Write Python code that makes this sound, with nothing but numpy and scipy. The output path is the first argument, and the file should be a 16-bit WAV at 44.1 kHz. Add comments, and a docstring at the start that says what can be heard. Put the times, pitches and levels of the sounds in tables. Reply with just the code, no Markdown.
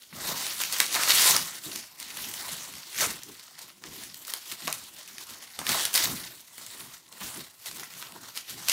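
"""A faint rustle of plastic film comes first, soon swelling grip by grip, with hollow knocks and low drags.
Bubble wrap is pulled off a parcel and crumpled by hand over a table in a small room, one microphone close by.
Creases buckling by the thousand are random clicks and noise in narrow bands; parcel and hands rubbing the
table are low noise; air pockets and folds ring as damped sines; snaps are short sprays of noise when a big
fold or strip of tape lets go. Dense, decaying noise makes the room's echoes."""
import sys
import numpy as np
from scipy import signal
from scipy.io import wavfile

SR = 44100
rng = np.random.default_rng(int(sys.argv[2]) if len(sys.argv) > 2 else 0)


def waveform_to_disk(signal):
    """Save audio, clipped to [-1, 1], as 16-bit WAV at the path in sys.argv[1]."""
    frames = np.transpose(np.atleast_2d(signal))
    scaled = np.clip(frames, -1, 1) * 32767
    samples = np.round(scaled).astype(np.int16)
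    wavfile.write(sys.argv[1], SR, samples)


def voltage_ratio(level):
    """Linear amplitude factor for a level in decibels (scalar or array-like)."""
    return 10 ** (np.asarray(level, float) / 20)


N = 384543
STEP = 64   # samples between points of the level curves
EVENT = 4096   # samples given to each snap or knock


def rms_one(x):
    """Scales a signal to rms 1."""
    return x / np.sqrt(np.mean(x ** 2) + 1e-20)


def at_hz(points, hz):
    """Reads a spectrum table at a frequency, straight lines over log frequency."""
    table_hz, db = np.array(points).T
    return np.interp(np.log(hz), np.log(table_hz), db)


def band(x, low_hz, high_hz):
    """Keeps what lies between two frequencies."""
    edges = [low_hz, min(high_hz, .48 * SR)]
    return signal.sosfilt(signal.butter(2, edges, "band", fs=SR, output="sos"), x)


def drift(rate_hz):
    """Slow chance: noise at every 40th sample, twice through a one-pole low-pass; spread 1."""
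    r = np.exp(-2 * np.pi * rate_hz * 40 / SR)
    noise = rng.standard_normal(N // 40 + 2002)
    slow = signal.lfilter([1], [1, -2 * r, r * r], noise)[2000:]
    return np.interp(np.arange(N) / 40, np.arange(len(slow)), rms_one(slow))


def ring(clicks, hz, t60):
    """A damped resonance: a unit click sets a sine of height 1 ringing, 60 dB down after t60 seconds."""
    r, w = voltage_ratio(-60 / (t60 * SR)), 2 * np.pi * hz / SR
    return signal.lfilter([0, np.sin(w)], [1, -2 * r * np.cos(w), r * r], clicks + 1e-18)


def grains(per_s, spread_db):
    """Random clicks of either sign, many small and a few large; rms 1."""
    sizes = voltage_ratio(spread_db * np.minimum(rng.exponential(1, N), 5))
    sizes = sizes * rng.choice([-1, 1], N)
    return rms_one(sizes * (rng.random(N) < per_s / SR))


def swells(rows):
    """Power of each row in time: an even climb in dB to its peak, an even fall after it."""
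    s, db, swell, fade = np.array(rows)[:, :4].T[:, :, None]
    since = np.arange(0, N + STEP, STEP) / SR - s
    below_peak_db = 20 * np.where(since < 0, -since / swell, since / fade)
    return voltage_ratio(2 * (db - below_peak_db))


def every_sample(db):
    """Draws a level curve out to every sample."""
    return np.interp(np.arange(N) / STEP, np.arange(len(db)), db)


def air():
    """Steady, quiet broadband noise under everything."""
    return voltage_ratio(-68) * rms_one(band(rng.standard_normal(N), 40, 10000))


# Grips of the hands on the film, levels before the rustle's common lift:
# (peak time [s], level [dB], swell by 20 dB [s], fade by 20 dB [s], extra from fine creases [dB])
HAND_GRIPS = [(0.025, -55.1, 0.12, 0.156, 0.6), (0.158, -44.6, 0.056, 0.599, 0.5),
              (0.286, -34.6, 0.103, 0.155, 0.6), (0.377, -35.0, 0.056, 0.76, 0.4),
              (0.606, -34.6, 0.045, 0.26, -2.8), (0.735, -32.6, 0.044, 0.085, 0.1),
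              (0.819, -31.3, 0.123, 0.104, -0.6), (0.94, -32.6, 0.064, 0.385, 0.3),
              (1.094, -25.9, 0.03, 0.319, -1.7), (1.282, -21.3, 0.36, 0.164, 0.7),
              (1.554, -43.9, 0.397, 0.112, 0.3), (1.656, -43.5, 0.076, 0.286, 2.7),
              (1.763, -41.3, 0.165, 0.183, -2.0), (1.998, -43.2, 0.024, 0.313, -1.4),
              (2.219, -40.5, 0.189, 0.209, 0.1), (2.38, -40.6, 0.304, 0.9, -0.3),
              (2.49, -41.2, 0.025, 0.435, -2.5), (3.031, -27.5, 0.108, 0.136, -0.4),
              (3.307, -51.3, 0.341, 0.434, -0.8), (3.627, -49.1, 0.235, 0.18, -1.5),
              (3.846, -50.0, 0.04, 0.428, -2.6), (3.996, -45.5, 0.177, 0.32, 1.3),
              (4.297, -45.0, 0.178, 0.35, 2.2), (4.518, -41.6, 0.116, 0.095, 0.6),
              (4.681, -41.9, 0.16, 0.23, 1.4), (4.836, -47.4, 0.103, 0.114, -0.7),
              (5.011, -47.8, 0.25, 0.22, -1.7), (5.08, -46.5, 0.016, 0.3, -1.6),
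              (5.186, -46.6, 0.018, 0.267, -2.1), (5.305, -46.4, 0.029, 0.218, -2.4),
              (5.433, -48.4, 0.056, 0.126, -1.1), (5.555, -49.4, 0.091, 0.152, -2.0),
              (5.598, -39.8, 0.024, 0.084, -0.8), (5.704, -29.2, 0.063, 0.164, -1.1),
              (5.813, -29.9, 0.168, 0.139, -1.6), (5.949, -26.5, 0.024, 0.23, 1.2),
              (6.044, -29.7, 0.105, 0.056, -1.0), (6.158, -40.4, 0.053, 0.129, 1.2),
              (6.268, -42.5, 0.098, 0.111, -0.3), (6.405, -51.8, 0.091, 0.063, 1.6),
              (6.637, -47.8, 0.254, 0.256, 1.6), (6.832, -46.3, 0.368, 0.145, 1.4),
              (6.946, -46.1, 0.11, 0.085, 0.8), (7.125, -52.6, 0.018, 0.263, 1.5),
              (7.241, -39.4, 0.064, 0.202, 1.7), (7.38, -44.0, 0.076, 0.155, 1.0),
              (7.672, -45.9, 0.116, 0.172, 2.7), (7.806, -44.2, 0.177, 0.145, 1.2),
              (7.993, -46.1, 0.26, 0.362, -0.2), (8.232, -52.2, 0.067, 0.653, -0.7),
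              (8.37, -39.4, 0.048, 0.088, -0.9), (8.504, -41.3, 0.069, 0.103, 1.0),
              (8.672, -44.2, 0.314, 0.045, -0.1), (8.695, -27.6, 0.021, 0.205, -1.5)]


def grips():
    """Squeezing hands buckle the film: its power, its level and that of its fine creases, both in dB."""
    resting_db = -63
    powers = swells(HAND_GRIPS)
    film_power = powers.sum(axis=0) + voltage_ratio(2 * resting_db)
    level_db = 10 * np.log10(film_power)
    # each grip's extra counts by its share of the power
    fine_db = level_db + np.array(HAND_GRIPS)[:, -1] @ powers / film_power
    return film_power, level_db, fine_db


# Colour of the rustling film, before drift and crease shifts:
# (frequency [Hz], relative level per hertz [dB])
FILM_COLOUR = [(210, -39), (350, -22.5), (539, -9), (707, -10.5), (1110, -4.5), (1450, -9), (1850, -5),
               (2460, -7), (4110, -3.5), (15000, -10.5), (16000, -10)]


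def rustle(level_db, fine_db, large_db):
    """Small creases click in a few neighbouring bands, at slightly different moments; wide ones in all bands."""
    slips = np.abs(grains(110, spread_db=1.5))      # a slip starts at once and peters out
    slips = signal.lfilter([1], [1, -np.exp(-1 / (0.0067 * SR))], slips)
    crowd = np.clip((level_db + 51.5) / 30, 0, 1)      # hard crumpling: more creases at once, so smoother
    clumps = (1 + 0.28 * slips / slips.mean()) / 1.35 * voltage_ratio(drift(30))
    clumps = clumps ** (1 - 0.78 * crowd)
    wide = grains(500 * clumps ** 0.7 * (1 + 1.2 * crowd), spread_db=6.0)
    small = [grains(per_s * clumps, spread_db=4.0) for per_s in (320, 500, 800)]
    rubbing = rng.standard_normal((2, N))      # film sliding on film
    # only the swing of fine and large creases against the middling ones counts
    thin_db, thick_db = fine_db - level_db, large_db - level_db
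    thin_db, thick_db = thin_db - thin_db.mean(), thick_db - thick_db.mean()
    edges = 350 * 2 ** np.arange(0, 5.7, 1 / 3)      # third octaves
    out = 0
    for k, (low, high) in enumerate(zip(edges, edges[1:])):
        hz = np.sqrt(low * high)
        own = np.roll(small[k // 6], rng.integers(0, 400))      # six bands share clicks, each at its own delay
        mixed = band(0.71 * own + 0.45 * wide + 0.95 * rubbing[k % 2], low, high)
        thin = np.clip(np.log2(hz / 6500) / 0.35, 0, 1)
        thick = np.clip(np.log2(2200 / hz) / 0.77, 0, 1)
        shift_db = thin * thin_db + thick * thick_db
        out = out + mixed * voltage_ratio(at_hz(FILM_COLOUR, hz) + shift_db + 1.8 * drift(7.5))
    return voltage_ratio(level_db + 4.2) * rms_one(out * clumps)


# Hollow knocks in the parcel and its air pockets, before a common lift of 4 dB:
# (time [s], peak level [dB], pitch [Hz])
POCKET_KNOCKS = [(0.127, -40, 1340), (0.245, -59, 1280), (0.605, -33.5, 1050), (0.802, -23.5, 1330),
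                 (0.959, -21, 1200), (0.993, -25.5, 1280), (1.031, -32, 1600), (1.077, -26, 1270),
                 (1.096, -24, 1230), (1.208, -27, 1540), (1.231, -35, 1320), (1.256, -24, 1110),
                 (1.366, -26.5, 990), (3.007, -49, 1360), (3.028, -25, 1340), (3.837, -43, 1100),
                 (4.337, -35, 950), (4.677, -27, 715), (5.589, -33, 775), (5.615, -30.5, 880),
                 (5.693, -27, 1040), (5.852, -37, 1180), (5.952, -31.5, 1170), (6.581, -42, 1390),
                 (7.213, -37, 1060), (7.831, -36, 1250), (8.025, -40, 1270), (8.697, -32, 1180)]


def knocks():
    """A soft push rings the struck pocket for a few cycles; the loose walls rattle on around that pitch."""
    out, t = np.zeros(N + EVENT), np.arange(EVENT) / SR
    push = (t / .00025) * np.exp(-t / 0.00017)
    chance = rng.standard_normal((len(POCKET_KNOCKS), EVENT))
    for (s, peak_db, hz), rattle in zip(POCKET_KNOCKS, chance):
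        pocket = ring(push, hz, 9 / hz)      # 60 dB down after nine cycles
        walls = band(rattle, hz / 1.3, hz * 1.88) * np.exp(-t / 0.011)
        knock = band(rms_one(pocket), 253, 2500) + 1.83 * rms_one(walls)
        at = round(s * SR)
        out[at:at + EVENT] += voltage_ratio(peak_db + 4.0) * knock / np.abs(knock).max()
    return out[:N]


# Parcel and hands thump or drag on the table, before the drag's own trim and drift:
# (peak time [s], level [dB], swell by 20 dB [s], fade by 20 dB [s])
TABLE_DRAGS = [(0.135, -47.9, 0.017, 0.674), (0.347, -46.9, 0.13, 0.092), (1.305, -40.2, 0.015, 0.248),
               (1.311, -47.3, 0.89, 0.247), (1.664, -44.2, 0.01, 0.075), (1.763, -49.2, 0.064, 0.116),
               (2.208, -51.3, 0.16, 0.329), (2.541, -52.4, 0.615, 0.185), (2.788, -56.2, 0.861, 0.056),
               (3.069, -38.9, 0.11, 0.117), (3.292, -50.0, 0.076, 0.108), (3.662, -59.0, 0.166, 0.132),
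               (3.899, -49.1, 0.108, 0.404), (4.524, -49.2, 0.018, 0.064), (4.617, -58.2, 0.01, 0.795),
               (4.69, -48.6, 0.088, 0.059), (5.109, -61.9, 0.01, 0.759), (5.315, -52.7, 0.01, 0.037),
               (5.589, -43.8, 0.01, 0.074), (5.714, -39.1, 0.073, 0.187), (6.091, -38.5, 0.135, 0.214),
               (6.582, -58.6, 0.01, 0.606), (6.805, -51.4, 0.101, 0.269), (7.129, -55.8, 0.023, 0.077),
               (7.222, -44.7, 0.02, 0.202), (7.376, -46.0, 0.029, 0.095), (7.7, -51.6, 0.04, 0.092),
               (7.811, -51.6, 0.145, 0.067), (8.279, -53.7, 0.643, 0.068), (8.509, -55.8, 0.08, 0.9)]


def table_level(level_db):
    """Thumps and drags push on the table, and every grip shakes it: their joint level in dB."""
    resting_db, middling_grip_db = -74, -45
    # shake at a middling grip, then 0.6 dB for each dB of the grip's swing
    shake_db = -67 + 0.6 * (level_db - middling_grip_db)
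    power = swells(TABLE_DRAGS).sum(axis=0) + voltage_ratio(2 * shake_db) + voltage_ratio(2 * resting_db)
    return 10 * np.log10(power)


# Colour of rubbing on the table top, before drift: (frequency [Hz], relative level per hertz [dB])
TABLE_COLOUR = [(21, -44), (40, -7), (80, -9), (108, -6), (161, -2.5), (343, -5), (468, -20.5), (500, -25),
                (650, -40), (1100, -120)]


def drag(level_db):
    """Hands and parcel rub the table top: lumpy low noise."""
    edges = 35 * 2 ** np.arange(0, 4.1, .5)      # half octaves
    out = 0
    white = rng.standard_normal((2, N))
    for k, (low, high) in enumerate(zip(edges, edges[1:])):
        gain_db = at_hz(TABLE_COLOUR, np.sqrt(low * high)) + 3.3 * drift(9.2)
        out = out + band(white[k % 2], low, high) * voltage_ratio(gain_db)
    return voltage_ratio(level_db - 0.3 + 1.16 * drift(23)) * rms_one(out)


# Large sheets flex with a duller rustle; the rustle uses only their swing against the grips:
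# (peak time [s], level [dB], swell by 20 dB [s], fade by 20 dB [s])
LARGE_SHEETS = [(0.161, -47.1, 0.047, 0.705), (0.283, -38.5, 0.1, 0.334), (0.966, -36.8, 0.06, 0.476),
                (1.355, -35.2, 0.063, 0.074), (2.44, -48.8, 0.707, 0.593), (3.024, -37.5, 0.028, 0.148),
                (3.659, -59.4, 0.778, 0.19), (3.84, -54.9, 0.024, 0.409), (4.368, -53.1, 0.308, 0.03),
                (4.529, -50.9, 0.021, 0.129), (4.602, -52.6, 0.024, 0.611), (4.677, -36.0, 0.01, 0.074),
                (5.465, -58.5, 0.9, 0.057), (5.74, -36.8, 0.165, 0.23), (5.973, -37.7, 0.027, 0.272),
                (6.819, -53.4, 0.257, 0.287), (7.131, -54.2, 0.031, 0.169), (7.27, -49.0, 0.134, 0.302),
                (7.678, -52.0, 0.032, 0.1), (7.773, -49.8, 0.029, 0.139), (8.11, -52.4, 0.457, 0.415),
                (8.611, -51.8, 0.06, 0.197)]


def sheets(film_power):
    """Wide sheets bend on their own, and a little in every grip: level of the large creases in dB."""
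    in_grip_db = -11
    return 10 * np.log10(swells(LARGE_SHEETS).sum(axis=0) + voltage_ratio(2 * in_grip_db) * film_power)


# Folds or tape letting go, peaks before the loose rustle behind is added:
# (time [s], peak level [dB], colour frequency that places the bands [Hz])
FOLD_SNAPS = [(.4674, -17, 4920), (.535, -24, 8000), (.6032, -19, 3820), (.6178, -16.5, 4820),
              (.6367, -11, 5310), (.6503, -22, 5150), (.699, -21, 5050), (.7252, -13, 6820),
              (.785, -17, 6560), (.8021, 0, 6000), (.8643, -18, 6270), (.9434, -14, 6250),
              (1.0344, -6, 5100), (1.0756, -14, 6700), (1.0956, -9, 5360), (1.1953, -10, 5000),
              (1.3647, -3, 7110), (1.4861, -23.5, 6730), (1.6376, -24, 8640), (1.7596, -17, 5600),
              (2.0004, -21, 7150), (2.0273, -24, 4420), (2.171, -20.5, 6050), (2.314, -25, 5900),
              (2.3383, -20.5, 5520), (2.4824, -22, 6310), (2.4896, -21, 6600), (2.7383, -29, 4540),
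              (2.7823, -29, 4940), (2.7534, -28, 4050), (2.9454, -25, 5240), (2.9867, -13, 4810),
              (2.993, -15, 6350), (3.008, -11, 4530), (3.2339, -22, 10280), (3.59, -29, 6880),
              (3.8388, -25.5, 2910), (4.0362, -21, 5930), (4.144, -23.5, 7760), (4.2504, -27, 5170),
              (4.2807, -22, 5280), (4.337, -12.5, 7670), (4.5156, -24, 4880), (4.522, -18, 5370),
              (4.6211, -25.5, 6450), (4.6524, -24, 8220), (4.6732, -16, 6540), (4.678, -13, 5030),
              (4.7267, -10, 6400), (5.077, -27, 6000), (5.1824, -22, 4800), (5.2985, -28, 6190),
              (5.5902, -14.5, 5550), (5.667, -12.5, 5160), (5.6916, -9.5, 5500), (5.6971, -14, 4820),
              (5.7177, -10, 5000), (5.8088, -14, 6290), (5.8526, -7, 5670), (5.9312, -17, 6830),
              (5.9406, -8, 9340), (5.9521, -6, 8380), (5.957, -6, 7330), (5.9766, -10, 6740),
              (6.58, -23, 9700), (6.6642, -25, 7550), (7.1259, -28.5, 5150), (7.6597, -24, 7000),
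              (7.6857, -24.5, 5020), (7.713, -25, 5220), (7.771, -28, 5910), (7.797, -24, 5310),
              (7.8345, -23, 4650), (7.938, -29, 5130), (8.0257, -21, 3800), (8.122, -29.5, 6570),
              (8.3569, -26, 5900), (8.3631, -25, 6170), (8.3744, -15, 5900), (8.4963, -25, 5790),
              (8.507, -25, 5790), (8.679, -24, 8370), (8.6849, -7, 7400), (8.6968, -1, 6500),
              (8.7185, -10, 5000)]


def snaps():
    """A sharp release, a short spray of tearing, the table's echo of both, and a rustle that dies behind it."""
    shortest_tear_s, tear_spread = .00045, 3.5      # decay time; the longest is this many times more
    out, t = np.zeros(N + EVENT), np.arange(EVENT) / SR
    chance = rng.standard_normal((len(FOLD_SNAPS), 2, EVENT))
    draws = rng.random((len(FOLD_SNAPS), 3))
    for (s, peak_db, hz), (tear, loose), (lag, tune, long) in zip(FOLD_SNAPS, chance, draws):
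        spray = tear * np.abs(tear) * np.exp(-t / (shortest_tear_s * tear_spread ** long))
        spray[0] = 3.3      # the release itself
        lag = round((0.001194 + .0014 * lag) * SR)      # delay of the table's echo
        spray[lag:] += voltage_ratio(-6.5) * spray[:-lag]
        fold_hz = hz * (0.607 + .5 * tune)
        fold = ring(spray, fold_hz, 12 / fold_hz)      # 60 dB down after twelve cycles
        snap = rms_one(band(spray, hz / 3.7, hz * 2.0)) + 0.22 * rms_one(fold)
        behind = band(loose * np.abs(loose), hz / 2.4, hz * 1.45) * np.exp(-t / 0.015)
        at = round(s * SR)
        out[at:at + EVENT] += voltage_ratio(peak_db) * (snap / np.abs(snap).max() + voltage_ratio(-30.5) * behind)
    return out[:N]


def room(x):
    """Dense echoes from a few milliseconds on, the treble dying sooner than the rest."""
    t60_s, treble_share = 0.27, 0.78
    t = np.arange(SR // 2) / SR
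    echoes = rng.standard_normal(len(t)) * np.clip((t - .004) / 0.0047, 0, 1)
    dull = band(echoes, 80, 9000)
    tail = dull * voltage_ratio(-60 * t / t60_s)
    tail = tail + (echoes - dull) * voltage_ratio(-60 * t / (treble_share * t60_s))
    return signal.fftconvolve(x, tail / np.sqrt(np.sum(tail ** 2)))[:N]


def scene():
    """Film, hits, table, echoes and air summed, the same in both channels."""
    film_power, level_db, fine_db = grips()
    large_db = sheets(film_power)
    film = rustle(every_sample(level_db), every_sample(fine_db), every_sample(large_db))
    hits = knocks() + snaps()
    table = drag(every_sample(table_level(level_db)))
    echoes = room(voltage_ratio(-8.5) * hits + voltage_ratio(-15.5) * film)
    mono = film + hits + echoes + table + air()
    return np.array([mono, mono])


def band_limit(x):
    """A steep low-pass at the top of the band."""
    return signal.sosfilt(signal.butter(12, 17080, fs=SR, output="sos"), x)


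def record(dry):
    """The close microphone drops the deep bass and rounds the highest peaks; the top is cut steeply."""
    heard = signal.sosfilt(signal.butter(3, 57.6, "high", fs=SR, output="sos"), dry)
    rounded = 1.1 * np.tanh(heard / 1.1)
    # 50 dB down from 16167 Hz up
    finished = signal.sosfilt(signal.cheby2(14, 50, 16167, fs=SR, output="sos"), rounded)
    return band_limit(finished)


dry = scene()
out = record(dry)
waveform_to_disk(out)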